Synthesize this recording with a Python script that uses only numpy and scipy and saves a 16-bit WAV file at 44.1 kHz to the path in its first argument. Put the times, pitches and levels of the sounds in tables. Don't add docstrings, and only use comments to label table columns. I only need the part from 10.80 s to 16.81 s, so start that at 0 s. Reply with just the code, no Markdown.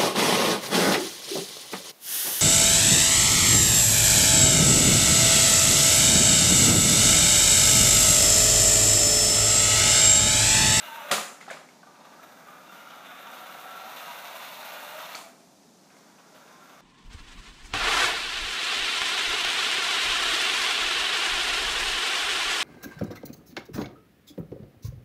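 import sys
import numpy as np
from scipy import signal
from scipy.fft import rfft, irfft
from scipy.io import wavfile
from scipy.ndimage import uniform_filter1d

SR = 44100
rng = np.random.default_rng(int(sys.argv[2]) if len(sys.argv) > 2 else 0)


def makeup_ratio(level_db):
    decades = np.asarray(level_db, float) / 20
    return 10 ** decades


def digitize_waveform(pressure):
    field = np.atleast_2d(pressure).T
    bounded = np.clip(field, -1, 1)
    quanta = np.round(bounded * 32767).astype(np.int16)
    wavfile.write(sys.argv[1], SR, quanta)


N = 265041

# [f/Hz, width/Hz, level/dB]
SHELL = [(1155, 130, 2.5), (1356, 95, 4.5), (1425, 370, 0)]
# [f/Hz, t60/s]
ROOM_T60 = [(150, 0.31), (500, 0.6), (1500, 0.6), (4000, 0.4), (7000, 0.56), (10500, 0.44), (14000, 0.47)]


def rms_one(x):
    return x / np.sqrt(np.mean(x ** 2) + 1e-20)


def at_hz(points, hz):
    points = np.array(points)
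    return np.interp(np.log(hz), np.log(points[:, 0]), points[:, 1])


def in_time(rows, stop_s):
    s, *columns = np.transpose(rows)
    t = np.arange(N) / SR
    gate = np.interp(t, [s[0] - stop_s, s[0], s[-1], s[-1] + stop_s], [0, 1, 1, 0])
    return gate, [np.interp(t, s, c) for c in columns]


def drift(rate_hz):
    r = np.exp(-2 * np.pi * rate_hz / SR)
    noise = rng.standard_normal(N + SR)
    return rms_one(signal.lfilter([1], [1, -2 * r, r * r], noise)[SR:])


def band_pass(order, low_hz, high_hz):
    return signal.butter(order, [low_hz, high_hz], "band", fs=SR, output="sos")


def resonate(x, peaks):
    out = 0
    for k, (hz, width_hz, level_db) in enumerate(peaks):
        r = np.exp(-np.pi * width_hz / SR)
        b = (1 - r * r) / 2 * np.array([1, 0, -1])
        a = [1, -2 * r * np.cos(2 * np.pi * hz / SR), r * r]
        out = out + (-1) ** k * makeup_ratio(level_db) * signal.lfilter(b, a, x)
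    return out


def ring(clicks, hz, t60_s):
    r, w = makeup_ratio(-60 / (t60_s * SR)), 2 * np.pi * hz / SR
    return signal.lfilter([0, np.sin(w)], [1, -2 * r * np.cos(w), r * r], clicks)


def tail(build_s):
    t, edges_hz, out = np.arange(SR // 2) / SR, 90 * 2 ** np.arange(0, 9.0), 0
    for low, high in zip(edges_hz, edges_hz[1:]):
        band = band_pass(2, low, min(high, 0.45 * SR))
        fade = makeup_ratio(-60 * t / at_hz(ROOM_T60, np.sqrt(low * high)))
        out = out + fade * signal.sosfilt(band, rng.standard_normal(len(t)))
    out = out * (1 - np.exp(-t / build_s))
    return out / np.sqrt(np.sum(out ** 2))


def room(x, wet_db, build_s, count):
    place, wet = np.arange(N) / N * (count - 1), 0
    for k in range(count):
        share = np.cos(np.pi / 2 * np.clip(place - k, -1, 1))
        wet = wet + signal.fftconvolve(x * share, tail(build_s))[:N]
    return x + makeup_ratio(wet_db) * wet


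def scatter(x, wet_db, build_s):
    wet, white, edges_hz = 0, rng.standard_normal((2, N)), 340 * 2 ** np.arange(0, 6, 0.5)
    rise = np.exp(-1 / (build_s * SR))
    for k, (low, high) in enumerate(zip(edges_hz, edges_hz[1:])):
        band = band_pass(2, low, high)
        fall = makeup_ratio(-120 / (SR * at_hz(ROOM_T60, np.sqrt(low * high))))
        energy = signal.sosfilt(band, x + 1e-12 * white[0]) ** 2
        poles = np.convolve([1, -fall], [1, -rise])
        power = signal.lfilter([(1 - fall) * (1 - rise)], poles, energy)
        wet = wet + np.sqrt(np.abs(power)) * rms_one(signal.sosfilt(band, white[k % 2]))
    return x + makeup_ratio(wet_db) * wet


def contacts(per_s, spread_db, lumpy_db):
    heights = makeup_ratio(spread_db * np.minimum(rng.exponential(1, N), 4.0))
    sizes = heights * rng.choice([-1, 1], N)
    born = rng.random(N) < per_s * makeup_ratio(lumpy_db * drift(25.0)) / SR
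    return rms_one(sizes * born / np.sqrt(per_s))


def household_hum():
    # [f/Hz, density/dB]
    spectrum = [(24, -64), (62, -53), (78, -18.5), (110, -23), (165, -4.5), (271, -3.5), (320, -8),
                (586, -11.5), (751, -11), (1010, -17), (1930, -24), (3000, -26), (3450, -23.5), (6060, -20),
                (9500, -28.5), (15200, -35)]
    hz = np.fft.rfftfreq(N, 1 / SR) + 1
    noise = irfft(rfft(rng.standard_normal(N)) * makeup_ratio(at_hz(spectrum, hz)), N)
    return makeup_ratio(-56.5 + 0.5 * drift(0.9)) * rms_one(noise)


def knocks():
    # [t/s, ring f/Hz, ring level/dB, rattle level/dB, brightness/dB]
    hard = [(.3078, 710, -28, -25.5, -11), (0.3121, 744, -23.5, -24, 1), (0.3134, 1940, -20, -20.5, 2.5),
            (0.3152, 1210, -21.5, -25.5, 5), (0.316, 3420, -18, -42, 4), (0.3194, 570, -24, -46, -18),
            (0.3235, 1505, -21, -36, -10), (0.327, 1377, -16.5, -30, -9), (0.3272, 774, -23.5, -47, -5),
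            (0.338, 678, -27, -49, -5), (0.334, 3300, -39, -50, -14), (0.342, 2300, -21.5, -27, -23),
            (0.3804, 1224, -24, -51, -1), (0.33, 403, -34, -52, -10), (0.422, 570, -32.5, -50, -6)]
    rebounds = [(0.606, 1300, -43, -45, 0), (0.6107, 2050, -40, -44, -10), (0.612, 7100, -45, -48, -6),
                (0.6125, 2030, -36, -40, -10), (0.628, 1400, -41, -41, -10), (0.666, 1510, -43, -47, -4),
                (0.677, 790, -42, -47, -9), (.680, 806, -34, -35, -15), (0.683, 1310, -37, -35, -12),
                (0.692, 3580, -41, -44, -9), (0.701, 2050, -31, -49, 0.5), (0.707, 8350, -35, -49, 2),
                (0.708, 7100, -39, -50, 1), (0.7026, 1680, -31, -38, -7), (0.713, 2300, -36, -46, -5),
                (0.7093, 1490, -31.5, -39, -8), (.708, 664, -33.5, -37.5, -8), (0.712, 538, -37, -50, -10),
                (0.732, 2270, -34, -37, -11), (0.745, 610, -37.5, -50, -7), (0.77, 1245, -37, -53, -7),
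                (0.814, 744, -42, -52, -9), (0.889, 2200, -46, -44, -6), (4.3455, 2300, -37, -50, 2),
                (4.348, 2280, -30, -48, 5), (4.3512, 1400, -40, -46, -12),
                (4.3515, 4460, -24.5, -38.5, 1.5), (4.3515, 1300, -31, -50, 7), (4.3525, 6100, -30, -54, 7),
                (4.387, 8600, -40, -58, 6), (4.361, 1280, -37, -50, 0), (4.368, 4400, -35, -58, 9),
                (4.412, 1050, -40, -52, 7)]
    ticks = [(1.031, 1500, -45, -56, -9), (1.032, 700, -48, -60, -9), (1.072, 800, -48, -60, -9),
             (4.6, 9000, -56, -66, 6), (1.4325, 1900, -47, -52, -3), (1.9244, 1580, -48, -52, -3),
             (4.605, 2400, -60, -63, 0), (4.832, 2600, -60, -61, -1), (5.103, 2500, -54, -57, -1),
             (5.1675, 2100, -54, -55, 2), (5.385, 2600, -52, -56, -2), (5.549, 2300, -53, -56, 1),
             (5.562, 1900, -53, -57, 0), (5.6766, 2600, -51, -54, -2)]
    # [f/Hz, level/dB, t60/s]
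    floor_modes = [(176, -23.5, 0.26), (213, -13, 0.18), (328, -16, 0.069)]
    edges_hz = [480, 1750, 5000, 9500]
    # [f/Hz, width/Hz, level/dB]
    metal = [(7050, 800, -4), (5500, 1400, -11)]
    rattle_s, ring_t60_s, ring_wet = 0.014, 0.043, makeup_ratio(-11)
    tick_db, tick_follows = -6, 1.77

    rows, rings, rattles = np.array(hard + rebounds + ticks), np.zeros(N), np.zeros(N)
    at = np.round(rows[:, 0] * SR).astype(int)
    loose = rng.choice([-1, 1], (3, N)) * (rng.random((3, N)) < 0.3)
    clack_db, bright_db = rows[:, 3], rows[:, 4]
    levels_db = [clack_db, clack_db + bright_db, clack_db + tick_db + tick_follows * bright_db]
    for group, level_db in enumerate(levels_db):
        blows = np.full(N, 1e-18)
        blows[at] = makeup_ratio(level_db + 14)
        fading = signal.lfilter([1], [1, -np.exp(-1 / (rattle_s * SR))], blows)
        burst = (-1) ** group * 0.89 * blows + 0.18 * fading * loose[group]
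        order = 1 if group == 2 else 2
        rattles += signal.sosfilt(band_pass(order, *edges_hz[group:group + 2]), burst)

    click = signal.unit_impulse(SR // 4)
    for i, (_, hz, ring_db, *_) in zip(at, rows):
        t60_s = ring_t60_s * (1000 / hz) ** 0.97
        rings[i:i + SR // 4] += makeup_ratio(ring_db) * ring(click, hz, t60_s)
    floor_blows = np.full(N, 1e-18)
    floor_blows[at] = makeup_ratio(2 * clack_db + 15.5)
    thud = sum(makeup_ratio(level_db) * ring(floor_blows, hz, t60_s) for hz, level_db, t60_s in floor_modes)

    near = rings * (1 - ring_wet)
    heard = near + room(ring_wet * rings + thud, wet_db=3.5, build_s=0.0003, count=3)
    crash = scatter(rattles, wet_db=4.0, build_s=0.0012)
    dull = signal.sosfilt(signal.butter(1, 14500.0, fs=SR, output="sos"), 1.075 * crash)
    heard = heard + dull + resonate(crash, metal)
    return signal.sosfilt(signal.butter(4, 140.0, "high", fs=SR, output="sos"), heard)


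def bumps():
    # [t/s, peak/dB, ring f/Hz]
    thumps = [(1.031, -36, 1150), (1.065, -42, 1495), (1.073, -36, 1194), (1.2503, -34, 1200),
              (1.3922, -36, 1315), (1.4347, -35, 1290), (1.528, -41.5, 1570), (1.671, -33, 1480),
              (1.6844, -29, 1214), (1.717, -35, 1455), (1.73, -32, 1234), (1.761, -49, 1200),
              (1.798, -36, 1400), (1.847, -39, 1215), (1.895, -29, 1366), (1.921, -31, 1196),
              (1.947, -31, 1434), (1.9972, -33, 1400), (2.011, -42, 1150), (2.0561, -32, 2190),
              (2.07, -29, 1350), (2.0894, -47, 1350), (2.12, -36, 1300), (2.169, -50, 1340),
              (2.27, -47, 1450), (2.321, -38, 1470), (2.4048, -33, 1840), (2.47, -32, 1210),
              (2.476, -30, 1393), (2.546, -34, 1378), (2.65, -37, 1500), (2.79, -30.5, 1290),
              (2.971, -26.5, 1364), (4.605, -54, 1700), (4.832, -52, 1800), (5.055, -53, 1450),
              (5.1043, -50, 1700), (5.385, -44, 1100), (5.8, -44, 1350), (5.937, -46, 1300),
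              (5.1675, -53, 1310), (5.5534, -56, 1300), (5.6767, -46, 1580)]
    rise_s, t60_s, ring_level_db = 0.003, 0.038, -8
    clicks, rings = np.full(N, 1e-18), np.zeros(N + SR)
    rise = 1.58 * (1 - np.exp(-np.arange(SR // 4) / SR / rise_s))
    click = signal.unit_impulse(SR // 4)
    for s, peak_db, hz in thumps:
        i = round(s * SR)
        clicks[i] = makeup_ratio(peak_db + 20.0)
        rings[i:i + SR // 4] += makeup_ratio(peak_db + ring_level_db) * rise * ring(click, hz, t60_s)
    struck = resonate(resonate(clicks, SHELL), [(1400, 280, 0)])
    panels = resonate(resonate(rings[:N], [(1350, 780, 1)]), [(1350, 1100, 0)])
    return struck + panels


def whine():
    # [t/s, f/Hz, level/dB]
    course = [(1.85, 1370, -60), (2.1, 1370, -61), (2.2, 1333, -60), (2.33, 1370, -56), (2.45, 1350, -51),
              (2.56, 1378, -53), (2.65, 1342, -54), (2.78, 1317, -53), (2.9, 1350, -49), (2.99, 1350, -57),
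              (3.08, 1296, -54), (3.2, 1350, -51), (3.3, 1350, -52)]
    blur_per_s, trim_db = 12.0, -4
    gate, (hz, level_db) = in_time(course, stop_s=0.08)
    phase = 2 * np.pi * np.cumsum(hz) / SR
    steady, loose = 0.78 + 0.48 * drift(blur_per_s), 0.42 * drift(blur_per_s)
    return gate * makeup_ratio(level_db + trim_db) * (steady * np.sin(phase) + loose * np.cos(phase))


def gear_tones():
    # [peak t/s, f/Hz, peak/dB, length/s, glide/(Hz/s)]
    tones = [(0.13, 905, -41.5, 0.11, -55), (0.18, 945, -40.5, 0.07, 48), (0.085, 955, -50, .05, 48),
             (0.215, 865, -45, 0.0505, -40), (0.027, 620, -52, .1, 40), (0.03, 1345, -49, .04, 30),
             (0.031, 1610, -49, 0.06, -50), (0.005, 1400, -47, 0.044, -50), (0.245, 1440, -49, .07, 40),
             (0.15, 1540, -48.5, 0.19, 50), (0.25, 1460, -55, .1, 27), (0.27, 590, -48, 0.17, 16),
             (0.045, 2900, -53.5, 0.16, -50), (0.085, 2790, -53, 0.075, 50), (0.15, 3540, -57, 0.14, 50),
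             (0.205, 2920, -47.5, 0.073, 47), (0.26, 2500, -54, 0.092, 52), (0.2, 6010, -62, .15, 50),
             (2.37, 655, -59, 0.36, 29), (2.755, 735, -48.5, 0.043, 19.5), (3.12, 990, -56.5, 0.24, 20),
             (3.17, 810, -68, .12, 200), (1.98, 1370, -62, 0.12, -100), (2.16, 1341, -61, 0.12, -100),
             (2.52, 745, -53, .08, 20), (2.62, 745, -48.5, 0.1396, 60), (2.48, 920, -48, .05, -40),
             (2.3, 1460, -52, .1, 60), (2.885, 755, -44.5, 0.09, 20), (2.88, 1350, -55, .12, 52.5),
             (3.049, 758, -45.5, 0.18, 22), (3.077, 1300, -58, .12, -200), (3.563, 658, -52, 0.095, 6),
             (3.566, 1025, -48.5, 0.16, 35), (3.6, 1190, -49, 0.18, -51), (4.5, 669, -53, 0.27, -28),
             (3.795, 916, -49, 0.22, 5), (4.164, 619, -44.5, .1, 101.5), (4.258, 998, -49, 0.161, 105),
             (4.28, 674, -53, 0.08, -48.5)]
    more_tones = [
        (1.73, 1190, -58, 0.12, -51),
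        (1.74, 1420, -56, .07, -40),
        (1.92, 3600, -60, .12, 40),
        (1.9, 2750, -60, .05, 40),
        (1.7, 800, -58, .1, 30),
                  (3.301, 685, -52, .18, 18), (3.238, 1260, -49, .1, -100), (3.33, 1490, -55, .12, 23),
            (3.39, 1500, -55, .12, 17), (3.396, 1280, -54, .08, 20), (3.48, 1485, -55, 0.063, 20),
            (3.803, 620, -56, 0.12, 20), (3.79, 1200, -52, .06, 20), (3.3, 960, -48, 0.1096, 20),
            (3.9, 1175, -53, .15, -46), (3, 2600, -56, .06, 20), (4.04, 595, -49.5, 0.15, -55),
            (4.039, 740, -51, 0.0796, 20), (4.045, 1300, -57, 0.078, 20), (4.13, 907, -50, 0.16, 19),
            (4.198, 1270, -49, .12, -50), (4.226, 3600, -50, 0.073, 20), (3.74, 590, -53, .12, 20),
            (3.72, 980, -53, 0.086, 18), (5.74, 1060, -57.5, 0.15, -31.5), (5.83, 1370, -57, 0.1, 20),
            (5.73, 910, -60, .08, 20), (5.55, 630, -63, .1, 20), (5.19, 1100, -62, .06, 20)]
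    fade_db = 14.5
    out = np.zeros(N)
    waver, flicker_db = 1 + 0.005 * drift(12.5), 3.5 * drift(19.0)
    for s, hz, peak_db, length_s, glide in tones + more_tones:
        start, stop = max(int((s - length_s) * SR), 0), min(int((s + length_s) * SR), N)
        span = slice(start, stop)
        since_s = np.arange(start, stop) / SR - s
        phase = 2 * np.pi * np.cumsum((hz + glide * since_s) * waver[span]) / SR
        throb = 1 + 0.3 * np.sin(phase / 22.0)
        swell_db = -fade_db * (2 * since_s / length_s) ** 2
        out[span] += makeup_ratio(peak_db + swell_db + flicker_db[span]) * throb * np.sin(phase)
    return out


def effort():
    # [t/s, motor effort/dB, shell towards the listener/dB, extra brush hiss/dB]
    runs = [
        [(0.0, -46, 2, 0.5), (0.1, -48, 0.5, -2), (0.18, -46, 2.5, -3.5), (0.25, -50, 0.5, -3),
         (0.305, -41.5, 4.5, -3)],
        [(0.92, -69, -0.5, -3), (1.3, -63.5, -0.5, -2), (1.65, -63.5, 2, 3), (1.88, -60, 0.5, 3),
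         (2.06, -57, 0, 0.5), (2.3, -55, 3.5, 1), (2.53, -50, 0.5, 0), (2.7, -51.5, 0.5, 1.5),
         (2.85, -50, 1, -1), (3.06, -50, -0.5, 0.5), (3.22, -48.5, 0, 2), (3.5, -46.5, 0, -0.5),
         (3.8, -47, -1, 0.5), (4.1, -46, 0.5, -1), (4.342, -45.5, -1, -1)],
        [(4.98, -78, 3.5, 2), (5.14, -75, 2, 3), (5.19, -75, 0, 9), (5.25, -73.5, 2, 3), (5.43, -71, 0.5, 3),
         (5.48, -71.5, 1.5, 7), (5.62, -69.5, 3.5, 5), (5.76, -66.5, 3, -1), (5.83, -65, 3.5, 5),
         (6.01, -61.5, 2, -1)],
    ]
    # [t/s, extra effort/dB, decay/s]
    lurches = [(1.0, -12, .03), (1.03, 8, .02), (1.062, 3.5, 0.1), (1.245, 9, 0.039), (1.39, 9, 0.035),
               (1.428, 14.5, 0.024), (1.52, 6, 0.081), (1.665, 10.5, 0.037), (1.913, 12.5, 0.039),
               (2.24, 9, 0.035), (2.07, 5.5, 0.076), (2.19, -5, 0.035), (2.48, 0.5, 0.14),
               (3.17, 8.5, 0.028), (3.55, 2.5, 0.15), (3.78, 1, 0.058), (3.64, 2, .04), (3.9, 0.5, .04),
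               (5.1, 16, .02), (5.155, 18, 0.015), (5.18, 14, 0.011), (5.28, 5, .02), (5.38, 7, 0.034),
               (5.54, 19, 0.036), (5.675, 8, 0.03), (5.795, 6, .06)]
    full_db, rise_s, brush_share = -47, 0.006, 0.86
    flutter_db, flutter_per_s, evens_out_s = 1.5, 24, 0.14
    gates, columns = zip(*[in_time(run, stop_s=0.0012) for run in runs])
    on = sum(gates)
    weighted = sum(g * np.array(c) for g, c in zip(gates, columns))
    effort_db, facing_db, hiss_db = weighted / np.maximum(on, 1e-9)
    load = drift(flutter_per_s)
    unrest_db = flutter_db * (load - uniform_filter1d(load, int(evens_out_s * SR)))
    for s, extra_db, fade_s in lurches:
        since_s = np.maximum(np.arange(N) / SR - s, 0)
        unrest_db = unrest_db + extra_db * (1 - np.exp(-since_s / rise_s)) * np.exp(-since_s / fade_s)
    return on, effort_db - full_db + unrest_db, facing_db, hiss_db - (1 - brush_share) * unrest_db


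def running_gear():
    # [f/Hz, width/Hz, level/dB]
    tub_modes = [(570, 180, 0), (718, 170, 0), (979, 128, 5)]
    gearbox_modes = [(1785, 166, 1.5), (2300, 830, 1), (2750, 303, 6), (3607, 400, 1.5)]
    casing_modes = [(4114, 520, 1), (6140, 1280, -9.5)]
    brush_modes = [(6700, 2400, -8), (9200, 1450, -8), (11130, 1470, -3.5), (13370, 2940, -2.5),
                   (14800, 950, 1)]
    controller_modes = [(4500, 900, 0), (6360, 1800, 0)]
    # [t/s, low teeth/dB, controller hiss/dB]
    slack = [(0, -1.5, -79), (1.1, -6, -78), (1.3, -5, -80), (1.85, -0.5, -78), (1.95, 3, -79),
             (2.2, 2.5, -75), (2.3, -0.5, -75), (3.3, -1.5, -72), (4.3, -1.5, -72), (5.0, 8, -76),
             (5.15, 7, -69), (5.35, 5, -71), (5.55, 1, -66.5), (5.7, 2, -69), (6.01, 1, -68)]
    per_s = 370
    on, effort_db, facing_db, hiss_db = effort()
    tub_db = -46 + 0.58 * effort_db - 0.48 * facing_db
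    shell_db = -45.5 + 0.79 * effort_db + facing_db
    gear_db = -46 + 1.024 * effort_db
    brush_db = -51.5 + 1.28 * effort_db

    tread = contacts(per_s, spread_db=0.0, lumpy_db=3.5)
    teeth = 0.62 * tread + contacts(4.4 * per_s, spread_db=-5.0, lumpy_db=4.5)
    sparks = 0.24 * tread + contacts(38.0 * per_s, spread_db=5.0, lumpy_db=4.0)

    def part(level_db, blows, modes, *body):
        sound = resonate(blows, modes)
        return makeup_ratio(level_db) * rms_one(resonate(sound, body) if body else sound)

    tub = part(tub_db - 4.5, tread + 0.44 * teeth, tub_modes, (689, 255, 0))
    shell = part(shell_db - 4.0, tread + 0.46 * teeth, SHELL, (1464, 810, 0))
    casing = part(gear_db - 7.5 - 1.2 * facing_db, teeth, casing_modes)
    gears = part(gear_db - 4.0, teeth, gearbox_modes, (3130, 10000, 0))
    _, (slack_db, controller_db) = in_time(slack, stop_s=0.01)
    low_teeth = part(gear_db - 16 + 1.9 * slack_db, teeth, [(2050, 460, 0)])
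    gears = makeup_ratio(0.17 * slack_db) * gears + low_teeth
    controller = part(controller_db, sparks, controller_modes)
    brushes = part(brush_db + hiss_db - 4.0, sparks, brush_modes, (11800, 38000, 0))
    return on * (tub + shell + gears + casing + controller + brushes)


def scene():
    tones, wet = gear_tones() + whine(), makeup_ratio(-7)
    rolling = running_gear() + bumps() + wet * tones
    car = (1 - wet) * tones + room(rolling, wet_db=-0.5, build_s=0.041, count=17)
    sound = car + knocks() + household_hum()
    lead = int(0.25 * SR)
    earlier = makeup_ratio(-1.3) * signal.fftconvolve(rolling[lead:0:-1], tail(build_s=0.039))[lead:]
    return (sound + np.pad(earlier, (0, N - len(earlier))))[None]


def top_cut(x):
    return signal.sosfilt(signal.butter(12, 15710, fs=SR, output="sos"), x)


def record(dry):
    thin = signal.sosfilt(signal.butter(1, 30.0, "high", fs=SR, output="sos"), dry)
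    cut = signal.sosfilt(signal.cheby2(24, 70, 15550, fs=SR, output="sos"), thin)
    return top_cut(cut)


dry = scene()
out = record(dry)
digitize_waveform(out)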